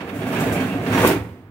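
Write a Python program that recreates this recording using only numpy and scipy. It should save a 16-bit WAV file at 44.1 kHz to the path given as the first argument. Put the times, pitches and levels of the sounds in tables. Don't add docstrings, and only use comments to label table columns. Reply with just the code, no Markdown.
import sys
import numpy as np
from scipy import signal
from scipy.fft import rfft, irfft, next_fast_len
from scipy.io import wavfile
from scipy.ndimage import uniform_filter1d

SR = 44100
rng = np.random.default_rng(int(sys.argv[2]) if len(sys.argv) > 2 else 0)


def generate_wav(sig):
    pcm = np.round(np.clip(np.atleast_2d(sig).T, -1, 1) * 32767).astype(np.int16)
    wavfile.write(sys.argv[1], SR, pcm)


def decibels_to_gain(level_db):
    exponent = np.asarray(level_db, float) / 20
    return 10 ** exponent


N = 66150
PADDED = next_fast_len(N + 8192)

# frequency in Hz, level in dB, T60 in seconds.
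BODY = [(86, -40, 0.26), (118.2, -7, 0.27), (161, -5.5, 0.075), (183, -4.5, 0.24), (251.2, -8.5, 0.85),
        (264, -6.5, 0.24), (296, -5.5, 0.16), (313, -2.5, 0.077), (395, -2.5, 0.04), (470.3, -5, 0.16),
        (599, -13, 0.15), (761, -4, 0.097)]


def rms_one(x):
    return x / np.sqrt(np.mean(x ** 2) + 1e-20)


def at_hz(points, hz):
    points_hz, values = np.transpose(points)
    return np.interp(np.log(np.maximum(hz, 1)), np.log(points_hz), values)


def colour(x, spectrum):
    gain = decibels_to_gain(at_hz(spectrum, np.fft.rfftfreq(PADDED, 1 / SR)))
    return irfft(rfft(x, PADDED) * rms_one(gain), PADDED)[:N]


def drift(rate_hz):
    r = np.exp(-2 * np.pi * rate_hz / SR)
    wander = signal.lfilter([1], [1, -2 * r, r * r], rng.standard_normal(N + SR))
    return rms_one(wander[SR:])


def ring(x, hz, t60_s):
    r = decibels_to_gain(-60 / (t60_s * SR))
    w = 2 * np.pi * min(hz, SR / 2.1) / SR
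    return signal.lfilter([0, np.sin(w)], [1, -2 * r * np.cos(w), r * r], x + 1e-18)


def flex(rows, rise_s):
    out = np.zeros(N)
    for s, db, hz, t60_s in rows:
        a = int(s * SR)
        t = np.arange(min(N - a, int(t60_s * SR))) / SR
        swell = decibels_to_gain(db - 60 * t / t60_s) * (1 - np.exp(-t / rise_s))
        out[a:a + len(t)] += swell * np.sin(2 * np.pi * hz * t)
    return out


def contacts():
    contacts_per_s, spread_db, clump_db = 4000, 2.0, 1.5
    sizes = decibels_to_gain(spread_db * np.minimum(rng.exponential(1, N), 5)) * rng.choice([-1, 1], N)
    clicks = sizes * (rng.random(N) < contacts_per_s / SR)
    return rms_one(clicks * decibels_to_gain(clump_db * drift(23.3)))


def steady(x, window_s=0.09):
    return x / np.sqrt(uniform_filter1d(x ** 2, size=int(window_s * SR)) + .05)


def rolling():
    # time in seconds, vigour in dB, load on the rollers in dB.
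    roll = [(0.0, -40, -9), (.15, -40, -1), (.3, -33.5, -4.5), (0.398, -30, -3.5), (.5, -31.5, -3.5),
            (.6, -33, -2.5), (.68, -33.5, -5), (0.758, -37, -13), (.83, -36, 1.5), (.9, -31.5, -22),
            (.96, -27, 0), (1.121, -25, -19)]
    # frequency in Hz, density in dB per Hz.
    panels = [(24, -42), (40, -60), (75, -10.5), (257, -8), (320, -7.5), (764, -12), (1010, -18),
              (2420, -21.5), (5000, -43.5), (6500, -61), (11000, -120)]
    # frequency in Hz, density in dB per Hz.
    grit_spectrum = [(2060, -4), (3500, -4), (5330, -11), (5900, -8.5), (15000, -10.5), (16000, -4)]
    stop_s, stop_db_per_s = 1.1144, 420
    body_db, body_follows, panel_db = -29, 0.6, 6.5
    grit_db, grit_follows = -47.5, 1.65

    t = np.arange(N) / SR
    s, vigour_db, load_db = np.transpose(roll)
    stop = -stop_db_per_s * np.maximum(t - stop_s, 0)
    vigour = np.interp(t, s, vigour_db)
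    load = np.interp(t, s, load_db) + stop

    shake = contacts()
    modes = [decibels_to_gain(db) * rms_one(ring(shake + contacts(), hz, t60_s)) for hz, db, t60_s in BODY]
    body = steady(rms_one(sum(modes)))
    out = decibels_to_gain(body_db + body_follows * (vigour + 33) + load) * body
    out = out + decibels_to_gain(panel_db + vigour + stop) * steady(colour(shake, panels))

    scratch = rng.standard_normal(N) * decibels_to_gain(2.0 * drift(51)) + 0.31 * shake
    grit_level = decibels_to_gain(grit_db + grit_follows * (vigour + 36.5) + stop)
    return out + grit_level * colour(scratch, grit_spectrum)


def knocks():
    # start in seconds, peak in dB, body share in dB, sharpness in dB.
    knock_rows = [(0.004, -21, 3.5, 7), (0.089, -21.5, -23, 6.5), (0.162, -29, 17, -9),
                  (0.216, -11, 5.5, -3.5), (0.261, -27, -8, -10), (0.326, -12, -9, 0.5),
                  (0.361, -15.5, -23, 5.5), (0.418, -16, 2.5, -10), (0.456, -11.5, 8.5, -14),
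                  (0.526, -15, 12.5, -17), (0.6, -16.5, -5, 6.5), (0.634, -36, -26, -9),
                  (0.662, -36, 3, -18), (0.743, -16.5, 8.5, -9), (0.861, -8, 0, -2), (0.896, -18, 14.5, -3),
                  (0.925, -13.5, -5, 6), (0.948, -7, 1, 2), (0.973, -1, -8, -2), (0.999, -5.5, -7, -3),
                  (1.033, -1, 4, -18), (1.043, -10, -14, 2.5), (1.059, -8.5, -9, 3), (1.097, -13.5, 2, -5),
                  (1.127, -18, 1, 2.5), (1.157, -14.5, 12.5, 1.5), (1.199, -16, 0, -7),
                  (1.247, -23.5, 9.5, -9), (1.29, -28, -14, -4), (1.439, -34, -2, -13)]
    body_gain_db, panel_gain_db, soft_hz = -20.5, -11, 910
    mode_spread_s = 0.00591
    rattle_t60_s, rattle_rise_s = 0.047, 0.0058

    s, db, body_db, sharp_db = np.transpose(knock_rows)
    at = (s * SR).astype(int)
    chance_db = rng.normal(0, 4.3, (len(s), len(BODY)))
    late = (rng.random(chance_db.shape) * mode_spread_s * SR).astype(int)
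    body = np.zeros(N)
    for k, (hz, mode_db, t60_s) in enumerate(BODY):
        push = np.zeros(N)
        push[at + late[:, k]] = decibels_to_gain(db + body_db + body_gain_db + mode_db + chance_db[:, k])
        body += ring(push, hz, t60_s * 0.57)
    body = signal.sosfilt(signal.butter(1, soft_hz, fs=SR, output="sos"), body)

    hits = np.zeros(N)
    hits[at] = decibels_to_gain(db + sharp_db + panel_gain_db)
    rise = np.exp(-1 / (rattle_rise_s * SR))
    fall = decibels_to_gain(-60 / (rattle_t60_s * SR))
    swell = signal.lfilter([1 - rise], np.convolve([1, -rise], [1, -fall]), hits)
    rattle = swell * (.5 * contacts() + rng.standard_normal(N))
    return body + colour(rattle, [(150, 11), (600, 9.5), (1100, 6.5), (2500, 6), (4500, -8.0), (16000, -41)])


def slam():
    # start in seconds, level in dB.
    blow_rows = [
        (1.0335, -10),
        (1.0365, -13),
        (1.0415, -6),
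        (1.0487, 0),
        (1.0605, -13),
        (1.065, -15),
        (1.101, -17),
    ]
    # frequency in Hz, level in dB, T60 in seconds.
    plate = [(420, -4, .04), (511, -5, .05), (640, -5, .035), (894, -3, .05), (1000, -4, .04),
             (1130, -5, .04), (1432, -9, .05), (1873, -10, .05), (2100, -10, .05)]
    s, db = np.transpose(blow_rows)
    chance_db = rng.normal(0, 1.3, (len(s), len(plate)))
    signs = (-1) ** np.arange(1, len(s) + 1)
    out = np.zeros(N)
    for k, (hz, mode_db, t60_s) in enumerate(plate):
        push = np.zeros(N)
        push[(s * SR).astype(int)] = decibels_to_gain(db + mode_db + chance_db[:, k] - 7) * signs
        out += ring(push, hz, t60_s)
    return signal.sosfilt(signal.butter(2, 2500, fs=SR, output="sos"), out)


def thuds():
    # start in seconds, level in dB, frequency in Hz, T60 in seconds.
    heavy = [
        (.17, -21, 108.7, .2),
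        (0.69, -21.5, 187, .25),
        (.36, -26, 95, 0.22),
        (0.47, -24, 118.3, 0.22),
        (.99, -10, 118, 0.28),
        (0.783, -12.5, 121, 0.15),
        (0.898, -12, 108, 0.29),
        (1.1, -24, 84, 0.052),
        (1.201, -7, 87, 0.096),
        (1.437, -34.5, 107, 0.38),
    ]
    # start in seconds, peak in dB, frequency in Hz.
    bumps = [(0.126, -19, 262), (0.163, -21.5, 262), (0.196, -35, 264), (0.232, -24, 229.6),
             (0.254, -19, 275.3), (0.297, -19, 269), (0.347, -27, 252), (0.389, -20, 267),
             (0.421, -17, 269), (0.461, -16, 264), (0.5, -18.5, 227.5), (0.548, -18, 243),
             (0.602, -10, 257.4), (0.629, -17, 264), (0.678, -23, 260), (0.7, -17.5, 280),
             (0.747, -10.5, 274.8), (0.816, -19.5, 297), (0.869, -12.5, 263.5), (0.919, -14, 259),
             (0.948, -17.5, 293), (0.986, -16, 292), (1.033, -20, 228), (1.061, -13.5, 300),
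             (1.108, -16.5, 306.2), (1.161, -17.5, 277.6), (1.214, -31, 308)]
    # start in seconds, peak in dB, frequency in Hz.
    sways = [(0.105, -35, 164), (0.155, -24, 186), (0.189, -17.5, 158.5), (0.242, -29, 140),
             (0.302, -22, 140), (0.357, -16, 171), (0.401, -30, 156), (0.455, -27, 166), (0.512, -18, 172),
             (0.564, -14, 181), (0.745, -33, 182), (0.786, -24, 158), (0.851, -19, 171),
             (0.909, -14.5, 190.7), (1.023, -13.5, 187.8), (1.1, -22, 153), (1.237, -29, 139)]
    # start in seconds, level in dB, frequency in Hz, T60 in seconds.
    chimes = [(.475, -20.5, 488, 0.2), (.53, -24, 584.7, .4), (.975, -13.5, 934, 0.12),
              (.99, -17, 595, 0.17), (1.034, -21, 463, 0.13), (1.036, -17, 898.4, 0.19),
              (.943, -11.5, 272, 0.16), (1.054, -14.5, 301.5, 0.19), (1.099, -11, 305.2, .2),
              (1.157, -17, 284.7, 0.18), (1.038, -11, 1110, 0.062), (1.05, -23, 520.6, 0.16),
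              (1.1, -19, 337.5, 0.2), (1.115, -16, 397.8, 0.19), (1.04, -29, 2190, .2),
              (1.04, -17, 1427, 0.17)]
    floor_t60_s, wall_t60_s = 0.2, 0.29
    answers = [(s, db - 3, hz, floor_t60_s) for s, db, hz in bumps]
    answers += [(s, db - 6.5, hz, wall_t60_s) for s, db, hz in sways]
    return flex(heavy, rise_s=0.022) + flex(answers, rise_s=0.0031) + flex(chimes, rise_s=0.0065)


def rubs():
    # peak time in seconds, peak in dB, length in seconds, whistle in Hz, whistle level in dB.
    rub_rows = [(0.088, -56.5, 0.038, 14400, -2), (0.168, -47.5, 0.081, 10300, -29),
                (0.28, -45, .03, 15200, -11), (0.328, -44, 0.021, 12200, -25), (0.405, -48, 0.026, 8200, 4),
                (0.407, -44.5, .025, 13500, 5), (0.463, -55, 0.018, 8500, -4),
                (0.533, -35.5, 0.031, 11900, -9.5), (.535, -57, .03, 7700, -7),
                (0.606, -52, 0.023, 13000, 0), (0.89, -61, .02, 6200, -6), (0.948, -50.5, 0.036, 6000, 8.5),
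                (1.044, -36, 0.026, 14000, -2), (1.059, -34.5, .03, 12700, -14),
                (1.075, -26, 0.0063, 14800, 2), (1.081, -35, 0.034, 5260, -2)]
    rise_share, whistle_width_hz = 0.43, 700
    t, out = np.arange(N) / SR, np.zeros(N)
    bright = signal.butter(2, 4500, "high", fs=SR, output="sos")
    hiss = rms_one(signal.sosfilt(bright, rng.standard_normal(N) + .5 * contacts()))
    for s, db, length_s, hz, whistle_db in rub_rows:
        a, b = int(max(s - length_s, 0) * SR), int((s + 4 * length_s) * SR)
        u = np.maximum((t[a:b] - s) / (rise_share * length_s) + 1, 0)
        whistle = rms_one(ring(hiss[a:b], hz, 2.2 / whistle_width_hz))
        out[a:b] += decibels_to_gain(db) * u * np.exp(1 - u) * (hiss[a:b] + decibels_to_gain(whistle_db) * whistle)
    return out


def chatter():
    # centre in seconds, rms in dB, length in seconds, frequency in Hz.
    clumps = [(0.338, -42, 0.046, 1470), (0.373, -34.5, 0.05, 2370), (0.415, -31.5, 0.044, 770),
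              (0.46, -37, .04, 700), (0.561, -35.5, .04, 2340), (0.57, -30, 0.037, 756),
              (0.603, -37.5, 0.053, 2440), (0.723, -39, 0.046, 2690), (0.783, -35, 0.061, 745),
              (1.044, -28, 0.018, 1010), (1.047, -30.5, 0.018, 1970)]
    ring_cycles = 27
    t, out = np.arange(N) / SR, np.zeros(N)
    clicks = contacts()
    for s, db, length_s, hz in clumps:
        a, b = int((s - 2 * length_s) * SR), int((s + 2 * length_s) * SR)
        swell = decibels_to_gain(db) * np.exp(-2 * ((t[a:b] - s) / length_s) ** 2)
        out[a:b] += swell * rms_one(ring(clicks[a:b], hz, ring_cycles / hz))
    return out


def echoes(t60_points):
    size, out = N // 2, 0
    edges_hz = 40 * 2 ** np.arange(0, 9.1)
    for low, high in zip(edges_hz, edges_hz[1:]):
        octave = signal.butter(2, [low, high], "band", fs=SR, output="sos")
        band = signal.sosfilt(octave, rng.standard_normal(size))
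        t60_s = at_hz(t60_points, np.sqrt(low * high))
        out = out + band * decibels_to_gain(-60 * np.arange(size) / SR / t60_s) / np.sqrt(t60_s)
    return out / np.sqrt(np.sum(out ** 2))


def garage(x, tail):
    return x + signal.fftconvolve(x, tail)[:N]


def hum():
    # frequency in Hz, density in dB per Hz.
    hum_spectrum = [(40, 12), (70, -1.5), (280, 0.5), (600, -11.5), (2000, -21), (4500, -40), (9000, -75),
                    (16000, -28)]
    return decibels_to_gain(-42) * colour(rng.standard_normal(N), hum_spectrum)


def ports(shared, own):
    # frequency in Hz, left-right likeness from 0 to 1.
    likeness = [(60, 0.97), (250, 1), (500, 0.92), (1000, 0.86), (2000, 0.04), (5000, 0.1), (15000, 0.027)]
    # frequency in Hz, left minus right in dB.
    sides = [(60, -4), (130, -2.0), (290, -2.5), (640, -3), (1410, -9), (3100, -5), (6820, 5), (15000, 4)]
    left_lead_s = .00009
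    hz = np.fft.rfftfreq(PADDED, 1 / SR)
    alike = np.clip(at_hz(likeness, hz), 0, 1)
    side_db = at_hz(sides, hz) / 2
    mid = rfft(shared, PADDED) * np.sqrt((1 + alike) / 2)
    side = rfft(own, PADDED) * np.sqrt((1 - alike) / 2)
    lead = np.exp(2j * np.pi * hz * left_lead_s)
    left = (mid + side) * decibels_to_gain(side_db) * lead
    right = (mid - side) * decibels_to_gain(-side_db)
    return irfft(np.array([left, right]), PADDED)[:, :N]


def scene():
    # frequency in Hz, T60 in seconds.
    room = [(60, 1), (250, 0.55), (1000, 0.41), (3000, 0.23), (8000, 0.26), (15000, 0.24)]
    # frequency in Hz, T60 in seconds.
    far = [(300, 1.0), (3000, 1), (12000, 0.73)]
    room_db, far_db, blow_room_db = -4, -19, -6.5
    parts, blows = [], thuds()
    for _ in (0, 1):
        tail = decibels_to_gain(room_db) * echoes(room) + decibels_to_gain(far_db) * echoes(far)
        moving = garage(rolling() + knocks() + rubs() + chatter(), tail)
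        struck = garage(blows + slam(), decibels_to_gain(blow_room_db) * tail)
        parts.append(moving + struck + hum())
    return ports(*parts)


def band_limit(x):
    return signal.sosfilt(signal.butter(12, 16810, fs=SR, output="sos"), x)


def record(dry):
    low_hz, top_hz, clip_top = 75.4, 15770, .97
    x = signal.sosfilt(signal.butter(4, low_hz, "high", fs=SR, output="sos"), dry)
    x = signal.sosfilt(signal.ellip(10, .5, 60, top_hz, fs=SR, output="sos"), x)
    x = x / (1 + (x / clip_top) ** 6) ** (1 / 6)
    return band_limit(x)


dry = scene()
out = record(dry)
generate_wav(out)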